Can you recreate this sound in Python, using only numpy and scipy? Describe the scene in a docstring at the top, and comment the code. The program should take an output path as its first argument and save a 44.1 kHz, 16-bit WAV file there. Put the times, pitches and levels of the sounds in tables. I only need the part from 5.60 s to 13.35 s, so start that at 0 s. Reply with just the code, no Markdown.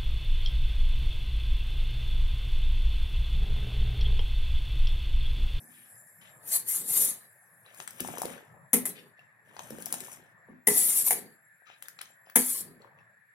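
"""A steel ladle scrapes and knocks the bottom of a saucepan of milk on a gas stove; between, milk pours back in.
Scrapes hiss and excite the pan's modes; knocks rattle, ring its wall and boom in its bottom.
The falling stream is sprayed noise, rising-pitch bubbles, splats and drumming on the bottom.
Underneath, bands of stereo noise make the burner's roar, a fine early sizzle and thin high tones.
A small hard kitchen answers with decaying noise; two close microphone ports hear it all."""
import sys
import numpy as np
from scipy import signal
from scipy.fft import rfft, irfft, next_fast_len
from scipy.io import wavfile
from scipy.ndimage import uniform_filter1d, map_coordinates

SR = 44100
rng = np.random.default_rng(int(sys.argv[2]) if len(sys.argv) > 2 else 0)


def convert_level_to_amplitude(level_db):
    """Map a level in decibels to its linear amplitude factor."""
    exponent = np.asarray(level_db, float) / 20
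    return 10 ** exponent


def to_wav(s):
    """Save 16-bit WAV."""
    ch = np.atleast_2d(s).T  # columns
    pcm = np.round(np.clip(ch, -1, 1) * 32767)  # PCM
    wavfile.write(sys.argv[1], SR, pcm.astype(np.int16))


N = 341730

# modes of the milk-filled bottom of the pan: (frequency [Hz], relative level [dB], free t60 [s])
BOTTOM_MODES = [(148.3, -18.5, 0.1), (182, -6.5, 0.39), (229.9, 3, 0.15), (253.3, -2, 0.26),
                (316.8, -8, 0.18), (416, 1, 0.22), (480, 4, 0.13), (585, -13.5, .08), (730, -15, 0.074),
                (886, -9.5, .05), (904, -7.5, 0.061), (1150, -16.5, 0.07), (2032, -2.5, .12),
                (2196, -7, 0.13), (2415, -10.5, 0.24), (2910, -14, 0.062), (3780, -17, 0.058)]
# modes of the thin steel wall: (frequency [Hz], relative level [dB], free t60 [s])
WALL_MODES = [(7450, -18, 0.38), (8800, -19.5, 0.17), (8500, -22, 0.3), (8200, -26.5, 0.3),
              (9500, -3.5, 0.042), (9800, -14, 0.085), (9500, -1.5, 0.053), (10500, -21, 0.23),
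              (10350, -15, 0.13), (10900, -6.5, 0.033), (10700, -15, 0.083), (10900, -27, 0.38),
              (10630, -13, 0.27), (11030, -17.5, 0.64), (12500, -15, 0.1), (12110, -19, 0.19),
              (12500, -22.5, 0.2), (13100, -31.5, 0.3)]
# blows that drum the bottom; the first is a ring already dying at the start:
# (time [s], relative level [dB], drumming t60 [s])
BLOW_EVENTS = [(.005, -57.5, 1.04), (2.401, -39.5, 0.6), (2.639, -39, 0.26), (3.989, -59, 0.28),
               (4.104, -41.5, 0.57), (4.32, -53, 0.79), (4.89, -51, 0.61), (7.008, -47.5, .3),
               (7.085, -52, 0.38), (7.185, -62, 0.33)]
BLOW_RISE_S = 0.0046


def unit(x):
    """Scaled to rms 1."""
    return x / np.sqrt(np.mean(x ** 2) + 1e-20)


def along(points, hz):
    """Interpolates (Hz, value) points on a log frequency axis."""
    f, v = np.transpose(points)
    return np.interp(np.log(hz + 1), np.log(f + 1), v)


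def gains(*tables):
    """One gain per sample for each dB column; 20 ms fades to silence outside each table."""
    t, total = np.arange(N) / SR, 0
    for rows in tables:
        s, *columns = np.transpose(rows)
        fade_in = np.clip((t - s[0]) / 0.02 + 1, 0, 1)
        fade_out = np.clip((s[-1] - t) / 0.02 + 1, 0, 1)
        levels = convert_level_to_amplitude(np.array([np.interp(t, s, column) for column in columns]))
        total = total + fade_in * fade_out * levels
    return total


def wobble(rate):
    """A smooth random curve, rate knots a second."""
    knots = rng.standard_normal(int(N * rate / SR) + 4)
    return map_coordinates(knots, [np.arange(N) * rate / SR])


def filtered(x, response):
    """x times a complex response of frequency."""
    m = next_fast_len(N + SR // 2)
    spectrum = rfft(x, m) * response(np.fft.rfftfreq(m, 1 / SR))
    return irfft(spectrum, m)[..., :N]


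def coloured(x, spectrum, patchy_db):
    """x given a spectrum and narrow patches of random gain that last some 50 ms; rms 1."""
    z = signal.stft(x, nperseg=1024)[2]
    field = rng.standard_normal(z.shape[-2:])
    field = uniform_filter1d(field, size=5, axis=0)  # across frequency
    field = uniform_filter1d(field, size=4, axis=1)  # across time
    patched = signal.istft(z * convert_level_to_amplitude(patchy_db * unit(field)), nperseg=1024)[1][..., :N]
    return unit(filtered(patched, lambda hz: convert_level_to_amplitude(along(spectrum, hz))))


def ring(modes, scatter_db):
    """One tap on a set of modes: decaying sines of randomly scattered levels, peak 1."""
    t = np.arange(SR // 2) / SR
    hz, db, t60 = np.transpose(modes)[:, :, None]
    level = db + scatter_db * rng.standard_normal(db.shape) - 60 * t / t60
    tone = (convert_level_to_amplitude(level) * np.sin(2 * np.pi * hz * t)).sum(0)
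    return tone / np.abs(tone).max()


def rubbed(modes, damping):
    """The modes driven by random force; contact shortens their ring. Rms 1."""
    damped = [(hz, db, t60 * damping) for hz, db, t60 in modes]
    force = rng.standard_normal(N)
    return unit(signal.fftconvolve(force, ring(damped, scatter_db=3.0))[:N])


def grit(rough_db, rate):
    """Noise whose strength jumps about, as tiny contacts come and go."""
    return convert_level_to_amplitude(rough_db * wobble(rate)) * rng.standard_normal(N)


def add(track, s, sound):
    """Mixes a sound into the track at a time, cut at the track's end."""
    part = track[round(s * SR):][:len(sound)]
    part += sound[:len(part)]


def blip(hz, cycles, rise):
    """A bubble: a damped sine whose pitch rises."""
    u = np.arange(int(5 * cycles * SR / hz)) * hz / SR  # time in cycles
    tone = np.sin(2 * np.pi * u * (1 + rise * u / cycles))
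    return tone * np.exp(-u / cycles) * (1 - np.exp(-u / 0.17))


def knocks():
    """Each knock: a rattling crack, the wall's dense ring and the boom of the bottom."""
    # ladle knocks: (time [s], relative level [dB], boom over that level [dB],
    # place [0 centre - 1 rim], time constant of the swell [s])
    knock_events = [(3.131, -5, -11, 0.015, 0.0023), (3.254, -18, -39.5, 0.68, 0.001),
                    (5.0694, -4, -17.5, .45, 0.0023), (5.5073, -9.5, -36, 1, .0003),
                    (6.756, -2.5, -14.5, .06, 0.0022)]
    # crack: (frequency [Hz], relative density [dB])
    crack_spectrum = [(410, -36), (700, -3.5), (1460, -16), (2060, -5), (2750, -18.5), (5230, -33),
                      (6210, -12), (8620, -11), (9960, 3.5), (13700, -5.5), (15200, -12.5), (16200, -28)]
    # the bottom's four groups of modes, deep to high, for a centre knock: (level over the boom [dB])
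    centre_db = [0, -9.5, -19, -15.5]
    # the same groups: (gain from centre to rim [dB])
    rim_gain_db = [0, 21, 35, 0]
    groups = (BOTTOM_MODES[:5], BOTTOM_MODES[5:7], BOTTOM_MODES[7:12], BOTTOM_MODES[12:])
    crack, shimmer, tones = np.zeros(N), np.zeros(N), np.zeros(N)
    t = np.arange(SR // 2) / SR
    for s, db, boom_db, place, swell_s in knock_events:
        swell = (1 - np.exp(-t / swell_s)) ** 2  # each knock swells in over a few milliseconds
        rattle_t60 = 0.027 + 9.5 * swell_s  # longer after a slow swell
        decay = convert_level_to_amplitude(-60 * t / rattle_t60) + convert_level_to_amplitude(-9.5 - 60 * t / 0.17)
        add(crack, s, convert_level_to_amplitude(db - 7) * swell * decay)
        add(shimmer, s, convert_level_to_amplitude(db - 10.5 - 60 * t / 0.095) * swell)
        group_db = boom_db + np.array(centre_db) + place * np.array(rim_gain_db)
        for level_db, modes in zip(group_db, groups):
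            boom = ring(modes, scatter_db=2) * (1 - np.exp(-t / 0.005))
            add(tones, s + 0.002, convert_level_to_amplitude(db + level_db + 3) * boom)
    rattle = coloured(grit(rough_db=3, rate=400), crack_spectrum, patchy_db=2.5)
    return crack * rattle + shimmer * rubbed(WALL_MODES, damping=0.24) + tones


def scrapes():
    """Steel on steel: gritty hiss that also excites the wall and the bottom."""
    # ladle dragged over the bottom in four strokes, the second and third broken in two by knocks at 3.25 s and
    # 5.5 s: (time [s], hiss [dB], rumble [dB])
    strokes = [
        [(0.8, -76.5, -86), (0.874, -40.5, -57), (0.95, -21, -72), (0.962, -25, -57), (1.048, -59.5, -61.5),
         (1.086, -28.5, -60.5), (1.146, -26, -57.5), (1.254, -44, -51.5), (1.286, -31.5, -54.5),
         (1.408, -22, -47), (1.488, -28, -54.5), (1.588, -56, -67), (1.66, -62.5, -77)],
        [(3.17, -33, -49), (3.24, -52.5, -44.5)],
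        [(3.28, -34, -45), (3.292, -36.5, -47.5), (3.32, -53.5, -52.5), (3.476, -73, -60), (3.52, -78, -72)],
        [(5.1, -29.5, -37.5), (5.17, -22, -48), (5.244, -25, -49.5), (5.422, -24, -56.5), (5.436, -35, -53.5),
         (5.48, -21, -52.5), (5.495, -27.5, -54.5)],
        [(5.53, -26.5, -41.5), (5.54, -39, -47), (5.588, -39.5, -44.5), (5.61, -52.5, -51.5), (5.67, -65, -53),
         (5.76, -80.5, -69.5)],
        [(6.79, -24, -60), (6.82, -30.5, -57), (6.886, -29, -57), (7.012, -36, -57), (7.032, -51.5, -56.5),
         (7.17, -79.5, -60), (7.18, -87, -58)],
    ]
    # bright hiss: (frequency [Hz], relative density [dB])
    hiss_spectrum = [(2650, -56), (4500, -24), (5390, -21.5), (6030, -15), (7370, -9.5), (8240, -6),
                     (9360, -4), (10900, 2), (14100, -8), (15000, -15.5), (16000, -23)]
    # duller grind: (frequency [Hz], relative density [dB])
    grind_spectrum = [(350, -31.5), (600, -5), (1240, -5.5), (1490, -13), (2080, -1.5), (3110, -8.5),
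                      (3560, -5), (4600, 0.5), (5980, -37), (10100, -120)]
    hiss, rumble = gains(*strokes)
    grind = convert_level_to_amplitude(-30) * hiss ** 0.74 + convert_level_to_amplitude(-25) * rumble  # the grind swings less than the hiss
    chatter = convert_level_to_amplitude(1.4 * wobble(60))  # the edge of the ladle skips
    bright = coloured(grit(rough_db=1.0, rate=1000), hiss_spectrum, patchy_db=4.5)
    bright = bright + 0.38 * rubbed(WALL_MODES, damping=0.23)
    dull = coloured(grit(rough_db=2.5, rate=120), grind_spectrum, patchy_db=5.0)
    deep = rubbed(BOTTOM_MODES[1:5], damping=0.16) + 0.6 * rubbed(BOTTOM_MODES[5:8], damping=0.32)
    return chatter * (hiss * unit(bright) + grind * dull) + rumble * unit(deep)


def stream():
    """Gains of spray, fizz, patter and drumming, from the pours, slops and blows."""
    # milk running off the ladle, one list a pour: (time [s], spray [dB], gurgle [dB])
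    pour_levels = [
        [(2.1, -74, -72), (2.198, -51.5, -59), (2.304, -69, -62.5), (2.454, -45, -51.5), (2.574, -53, -49),
         (2.616, -46, -57), (2.74, -53, -46.5), (2.81, -71, -57.5), (2.92, -81.5, -72)],
        [(3.86, -75.5, -67), (3.924, -73.5, -59.5), (4.022, -57, -61), (4.148, -56.5, -58.5),
         (4.31, -52, -51.5), (4.39, -51, -59), (4.434, -47.5, -55.5), (4.542, -52, -60), (4.608, -72, -60.5),
         (4.72, -79.5, -71)],
        [(6.18, -75, -77), (6.274, -66, -70), (6.368, -75, -75), (6.504, -69.5, -64.5), (6.56, -81.5, -81)],
    ]
    # milk slopping round the ladle: (time [s], length [s], relative fizz [dB], relative patter [dB])
    slop_events = [(0.089, 0.26, -64, -76), (0.603, 0.13, -57, -64), (2.043, .12, -61.5, -60.5),
                   (3.351, 0.074, -51.5, -71), (3.56, 0.11, -72.5, -67.5), (4.86, 0.16, -85, -62.5),
                   (6.053, .13, -56, -70), (6.65, .08, -68, -66), (7.188, 0.11, -70.5, -53.5),
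                   (7.37, 0.066, -74, -69)]
    spray, gurgle = gains(*pour_levels)
    fizz = convert_level_to_amplitude(-10.5) * spray + convert_level_to_amplitude(-9.5) * gurgle
    patter = gurgle.copy()
    drum = convert_level_to_amplitude(-6.5) * gurgle
    for s, length_s, fizz_db, patter_db in slop_events:
        u = np.arange(round(length_s * SR)) / (length_s * SR)
        swell = np.clip(np.minimum(u / 0.16, (1 - u) / 0.58), 0, 1)  # rise and fall, shares of the length
        add(fizz, s, convert_level_to_amplitude(fizz_db) * swell)
        add(patter, s, convert_level_to_amplitude(patter_db) * swell)
    t = np.arange(SR // 2) / SR
    for s, db, t60 in BLOW_EVENTS:
        add(drum, s, convert_level_to_amplitude(db - 60 * t / t60) * (1 - np.exp(-t / BLOW_RISE_S)))
    return spray, fizz, patter, drum


def froth(count, low_hz, span, cycles, spread_db):
    """A dense random stream of bubbles, most of them quiet; rms 1."""
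    track = np.zeros(N)
    for when, pitch, size in rng.random((count, 3)):
        bubble = blip(low_hz * span ** pitch, cycles, rise=0.021)
        add(track, when * N / SR, convert_level_to_amplitude(spread_db * size ** 4) * bubble)
    return unit(track)


def pours():
    """The stream: spray, fine fizz, a patter of larger bubbles, and the bottom drummed through the milk."""
    # spray: (frequency [Hz], relative density [dB])
    spray_spectrum = [(2650, -41), (4500, -26), (5420, -12), (5960, -7), (7330, -3), (9820, -3.5),
                      (12600, -2.5), (14900, -16.5), (16000, -26.5)]
    # swish within the fizz: (frequency [Hz], relative density [dB])
    swish_spectrum = [(710, -31), (1200, -3), (4660, -10.5), (6220, -7), (6750, -18), (7000, -21),
                      (9100, -47), (15400, -120)]
    spray, fizz, patter, drum = stream()
    mist = coloured(grit(rough_db=3.5, rate=320), spray_spectrum, patchy_db=3)
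    small = froth(count=6000, low_hz=2050, span=1.8, cycles=3.3, spread_db=8.5)
    swish = coloured(grit(rough_db=4.5, rate=200), swish_spectrum, patchy_db=6.5)
    large = froth(count=4000, low_hz=385, span=5, cycles=1.8, spread_db=16.5)
    thud = convert_level_to_amplitude(2.9 * wobble(40)) * rubbed(BOTTOM_MODES[:5], damping=0.44)
    fine = convert_level_to_amplitude(-3.0) * fizz * unit(small + 0.8 * swish)
    return spray * mist + fine + convert_level_to_amplitude(-4.0) * patter * large + convert_level_to_amplitude(-2) * drum * unit(thud)


def drops():
    """Splats: noise bursts with a ringing blip, high ones brighter, over a duller body; plops: short low blips."""
    # drops bursting on the surface: (time [s], relative level [dB], centre [Hz], body over that level [dB])
    splat_events = [(2.0623, -43.5, 3870, -12.5), (2.1462, -38, 12100, -23), (2.2016, -32, 6080, -0.5),
                    (2.2244, -33, 8900, -30), (2.2761, -22.5, 8250, -9.5), (2.3073, -30.5, 11570, -29),
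                    (2.3983, -32, 2960, -3), (2.4041, -15, 11360, -17), (2.4759, -23.5, 9560, -24.5),
                    (2.5828, -21.5, 11300, -17), (2.6185, -18.5, 10960, -37), (2.6544, -25.5, 10940, -6),
                    (3.5926, -43, 2680, -15), (3.9664, -46.5, 6080, 8), (3.9925, -29, 6260, -5),
                    (4.0334, -40, 5900, -24.5), (4.0476, -47, 5750, -13), (4.1051, -28.5, 11100, -12),
                    (4.185, -35.5, 11100, -10), (4.2231, -26, 10300, -35), (4.2582, -17.5, 11900, -32),
                    (4.3254, -13, 10900, -21), (4.3408, -19.5, 8830, -13.5), (4.357, -30.5, 10630, -30),
                    (4.4047, -22.5, 7920, -15), (6.2243, -29, 12500, -11), (6.2562, -46, 3570, 2),
                    (6.2835, -28.5, 11900, -16), (6.3892, -38, 3940, 3.5), (6.414, -25.5, 10300, -4.5),
                    (6.456, -42, 6060, -6.5), (6.6989, -40.5, 13460, -4), (7.219, -46.5, 4240, -10),
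                    (7.3878, -49.5, 2610, -32)]
    # air pockets closing under the stream: (time [s], relative level [dB], starting pitch [Hz])
    plop_events = [(2.201, -34.5, 790), (2.404, -32.5, 333), (2.448, -28.5, 780), (2.487, -27.5, 746),
                   (2.539, -45, 1150), (2.539, -31, 692), (2.573, -28.5, 940), (2.585, -32.5, 453),
                   (2.618, -21, 730), (2.633, -27, 866), (2.653, -26, 480), (2.71, -43, 457),
                   (3.966, -36, 830), (3.992, -31, 930), (4.004, -39, 710), (4.106, -31.5, 480),
                   (4.185, -33.5, 470), (4.267, -36.5, 730), (4.324, -35, 920), (4.339, -29, 770),
                   (4.412, -41.5, 380), (4.428, -46, 388), (4.484, -39, 900), (4.886, -44.5, 466),
                   (6.021, -53.5, 706), (6.1, -43, 765), (6.223, -41.5, 2000), (6.284, -41.5, 1660),
                   (6.411, -33, 2200), (6.671, -45.5, 738), (6.698, -40, 1670)]
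    track, treble, body = np.zeros(N), np.zeros(N), np.zeros(N)
    t = np.arange(SR // 25) / SR
    for s, db, hz, body_db in splat_events:
        decay = convert_level_to_amplitude(-60 * t / 0.0091) + convert_level_to_amplitude(-21.0 - 60 * t / 0.1)
        burst = rng.standard_normal((2, len(t))) * decay * (1 - np.exp(-t / 0.00047))
        add(treble, s, convert_level_to_amplitude(db - 2.5) * hz / 11000 * burst[0])  # high splats have more treble
        add(body, s, convert_level_to_amplitude(db + body_db + 6.0) * burst[1])
        add(track, s, convert_level_to_amplitude(db - 5.5) * blip(hz, cycles=11, rise=0.0085))
    for s, db, hz in plop_events:
        add(track, s, convert_level_to_amplitude(db + 2.5) * blip(hz, cycles=1.27, rise=0.0065))
    body_band = signal.butter(2, [700, 4500], "bandpass", fs=SR, output="sos")
    treble_band = signal.butter(2, [5500, 14000], "bandpass", fs=SR, output="sos")
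    return track + signal.sosfilt(body_band, body) + signal.sosfilt(treble_band, treble)


def thumps():
    """The front of each blow rings the deep modes of the bottom once."""
    track, t = np.zeros(N), np.arange(SR // 2) / SR
    for s, db, _ in BLOW_EVENTS:
        front = ring(BOTTOM_MODES[:5], scatter_db=4) * (1 - np.exp(-t / BLOW_RISE_S))
        add(track, s, convert_level_to_amplitude(db + 5) * front)
    return track


def wide(spectrum, patchy_db):
    """Stereo noise of rms 1, less alike where the sound comes from all sides."""
    # the background at the two ports: (frequency [Hz], left-right likeness [1 = same])
    likeness = [(60, 0.75), (180, 0.68), (550, 0.7), (1650, 0.056), (4970, 0.11), (15000, 0.98)]

    def turn(hz):
        return np.arccos(np.clip(along(likeness, hz), -1, 1)) / 2

    pair = coloured(rng.standard_normal((2, N)), spectrum, patchy_db)
    mid, side = filtered(pair, lambda hz: np.array([np.cos(turn(hz)), np.sin(turn(hz))]))
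    return unit(np.array([mid + side, mid - side]))


def burner():
    """The flame's low roar and its jet's band of noise, with a fine sizzle and thin high tones in noise."""
    # background; the sizzle is strongest in the first two seconds, perhaps the ladle resting against the pan:
    # (time [s], roar [dB], sizzle [dB], high tones [dB])
    background_levels = [(0, -57.5, -55.5, -90), (.4, -64.5, -57, -63), (.8, -59.5, -66, -65),
                         (1.7, -65, -62.5, -77), (2.2, -63, -73, -71.5), (3.6, -65, -85, -77.5),
                         (4.75, -65.5, -90.5, -74), (6, -69, -83, -73.5), (7.2, -64.5, -90, -76.5),
                         (7.75, -71.5, -88, -84.5)]
    # low roar: (frequency [Hz], relative density [dB])
    roar_spectrum = [(15, -59), (25, -39.5), (64, -29.5), (77, -17), (112, 5), (189, -3.5), (251, -17.5),
                     (400, -18.5), (580, -8.5), (1120, -11.5), (1310, -11.5), (1400, -19.5), (1820, -40),
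                     (3080, -120)]
    # steady jet: (frequency [Hz], relative density [dB])
    jet_spectrum = [(760, -46.5), (1300, -19.5), (1770, 1), (2040, -12), (2380, -18), (2670, -26.5),
                    (3060, -42.5), (3550, -32.5), (6500, -46.5), (8450, -61.5), (14300, -120)]
    # fine sizzle: (frequency [Hz], relative density [dB])
    sizzle_spectrum = [(2940, -54.5), (5000, -19), (6900, -17), (7230, -9), (8620, -8.5), (10800, 4),
                       (12700, -9), (14000, -10.5), (15500, -24.5)]
    # thin high tones, the lowest like the steel wall ringing on: (frequency [Hz], width [Hz], relative level [dB])
    high_tones = [(7450, 160, -1), (10300, 35, -5), (11100, 460, -3.5), (11900, 78, -9)]

    def resonances(f):
        return sum(convert_level_to_amplitude(db) * w * w / (w * w + (f - centre) ** 2) for centre, w, db in high_tones)

    roar, sizzle, tone = gains(background_levels)
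    flat = [(100, 0.0013), (16000, 0.011)]  # all but flat: (Hz, dB)
    thin = unit(filtered(wide(flat, patchy_db=5.5), resonances))
    low = convert_level_to_amplitude(3.7 * wobble(6.4)) * wide(roar_spectrum, patchy_db=3.0)
    jet = convert_level_to_amplitude(0.44 * wobble(8.6)) * wide(jet_spectrum, patchy_db=2.0)
    fine = convert_level_to_amplitude(1.2 * wobble(5.1)) * sizzle * wide(sizzle_spectrum, patchy_db=6)
    return roar * low + convert_level_to_amplitude(-63) * jet + fine + convert_level_to_amplitude(2.5 * wobble(3)) * tone * thin


def kitchen(x):
    """The room's answer: stereo noise in which each frequency dies at its own speed."""
    # decay of the small hard kitchen: (frequency [Hz], t60 [s])
    decay_times = [(200, 0.23), (2000, 0.34), (10000, 0.16)]
    hz, t, z = signal.stft(rng.standard_normal((2, SR // 2)), SR, nperseg=256)
    decay = convert_level_to_amplitude(-60 * t / along(decay_times, hz)[:, None])
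    tail = signal.istft(z * decay, SR, nperseg=256)[1]
    late = np.pad(x, (200, 0))[None]  # the answer comes 200 samples later
    return signal.fftconvolve(late, tail / np.linalg.norm(tail[0]), axes=1)[:, :N]


def ports(x, balance, lead):
    """The two ports hear a source at different strengths and phases, half the difference on each side."""
    side = np.array([[1], [-1]]) / 2
    return filtered(x, lambda hz: convert_level_to_amplitude(side * along(balance, hz)) * np.exp(1j * side * lead(hz)))


def scene():
    """Steel and milk close to the microphone in the kitchen, over the burner."""
    # steel at the microphone: (frequency [Hz], left over right [dB])
    steel_balance = [(60, 2), (99, -6), (160, 0), (270, 2), (450, 2), (740, 6.5), (1220, -2.5), (2010, 12),
                     (3330, 6), (5500, 10.5), (9080, 2.5), (15000, 6)]
    # steel at the microphone: (frequency [Hz], lead of the left port [radians])
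    steel_lead = [(0, 0), (600, 0.2), (1980, -1.7), (2840, -2.4), (3190, 0.6), (4310, -3.3), (5080, -3.4),
                  (6200, 2.4), (7240, 13.4), (7670, 12.5), (8960, 12.6), (14600, 12.5), (15800, 12.6),
                  (16400, 12.5)]
    # milk at the microphone: (frequency [Hz], left over right [dB])
    milk_balance = [(60, -1.5), (180, 3), (550, -1.5), (1650, 18), (4970, 4.5), (15000, 11)]
    steel = knocks() + scrapes()
    milk = pours() + drops() + thumps()
    # a small pan radiates no deep bass
    steel = signal.sosfilt(signal.butter(2, 120, "highpass", fs=SR, output="sos"), steel)
    near = ports(steel, steel_balance, lambda hz: along(steel_lead, hz))
    # the left port is further from the milk: 0.2 ms
    near = near + ports(milk, milk_balance, lambda hz: -2 * np.pi * hz * 0.0002)
    room = kitchen(convert_level_to_amplitude(-6.5) * steel + convert_level_to_amplitude(-5.5) * milk)
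    return near + room + burner() * convert_level_to_amplitude(np.array([[1.2], [-1.2]]))  # background stronger on the left


def top_cut(x):
    """Nothing passes above the cut-off."""
    return signal.sosfilt(signal.butter(12, 16790, fs=SR, output="sos"), x)


def record(dry):
    """A small microphone with weak deep bass; little is heard above 15.8 kHz."""
    bass_cut = signal.sosfilt(signal.butter(1, 170, "highpass", fs=SR, output="sos"), dry)
    heard = filtered(bass_cut, lambda hz: np.where(hz < 15800, 1, convert_level_to_amplitude(-30.5)))
    return top_cut(heard)


dry = scene()
out = record(dry)
to_wav(out)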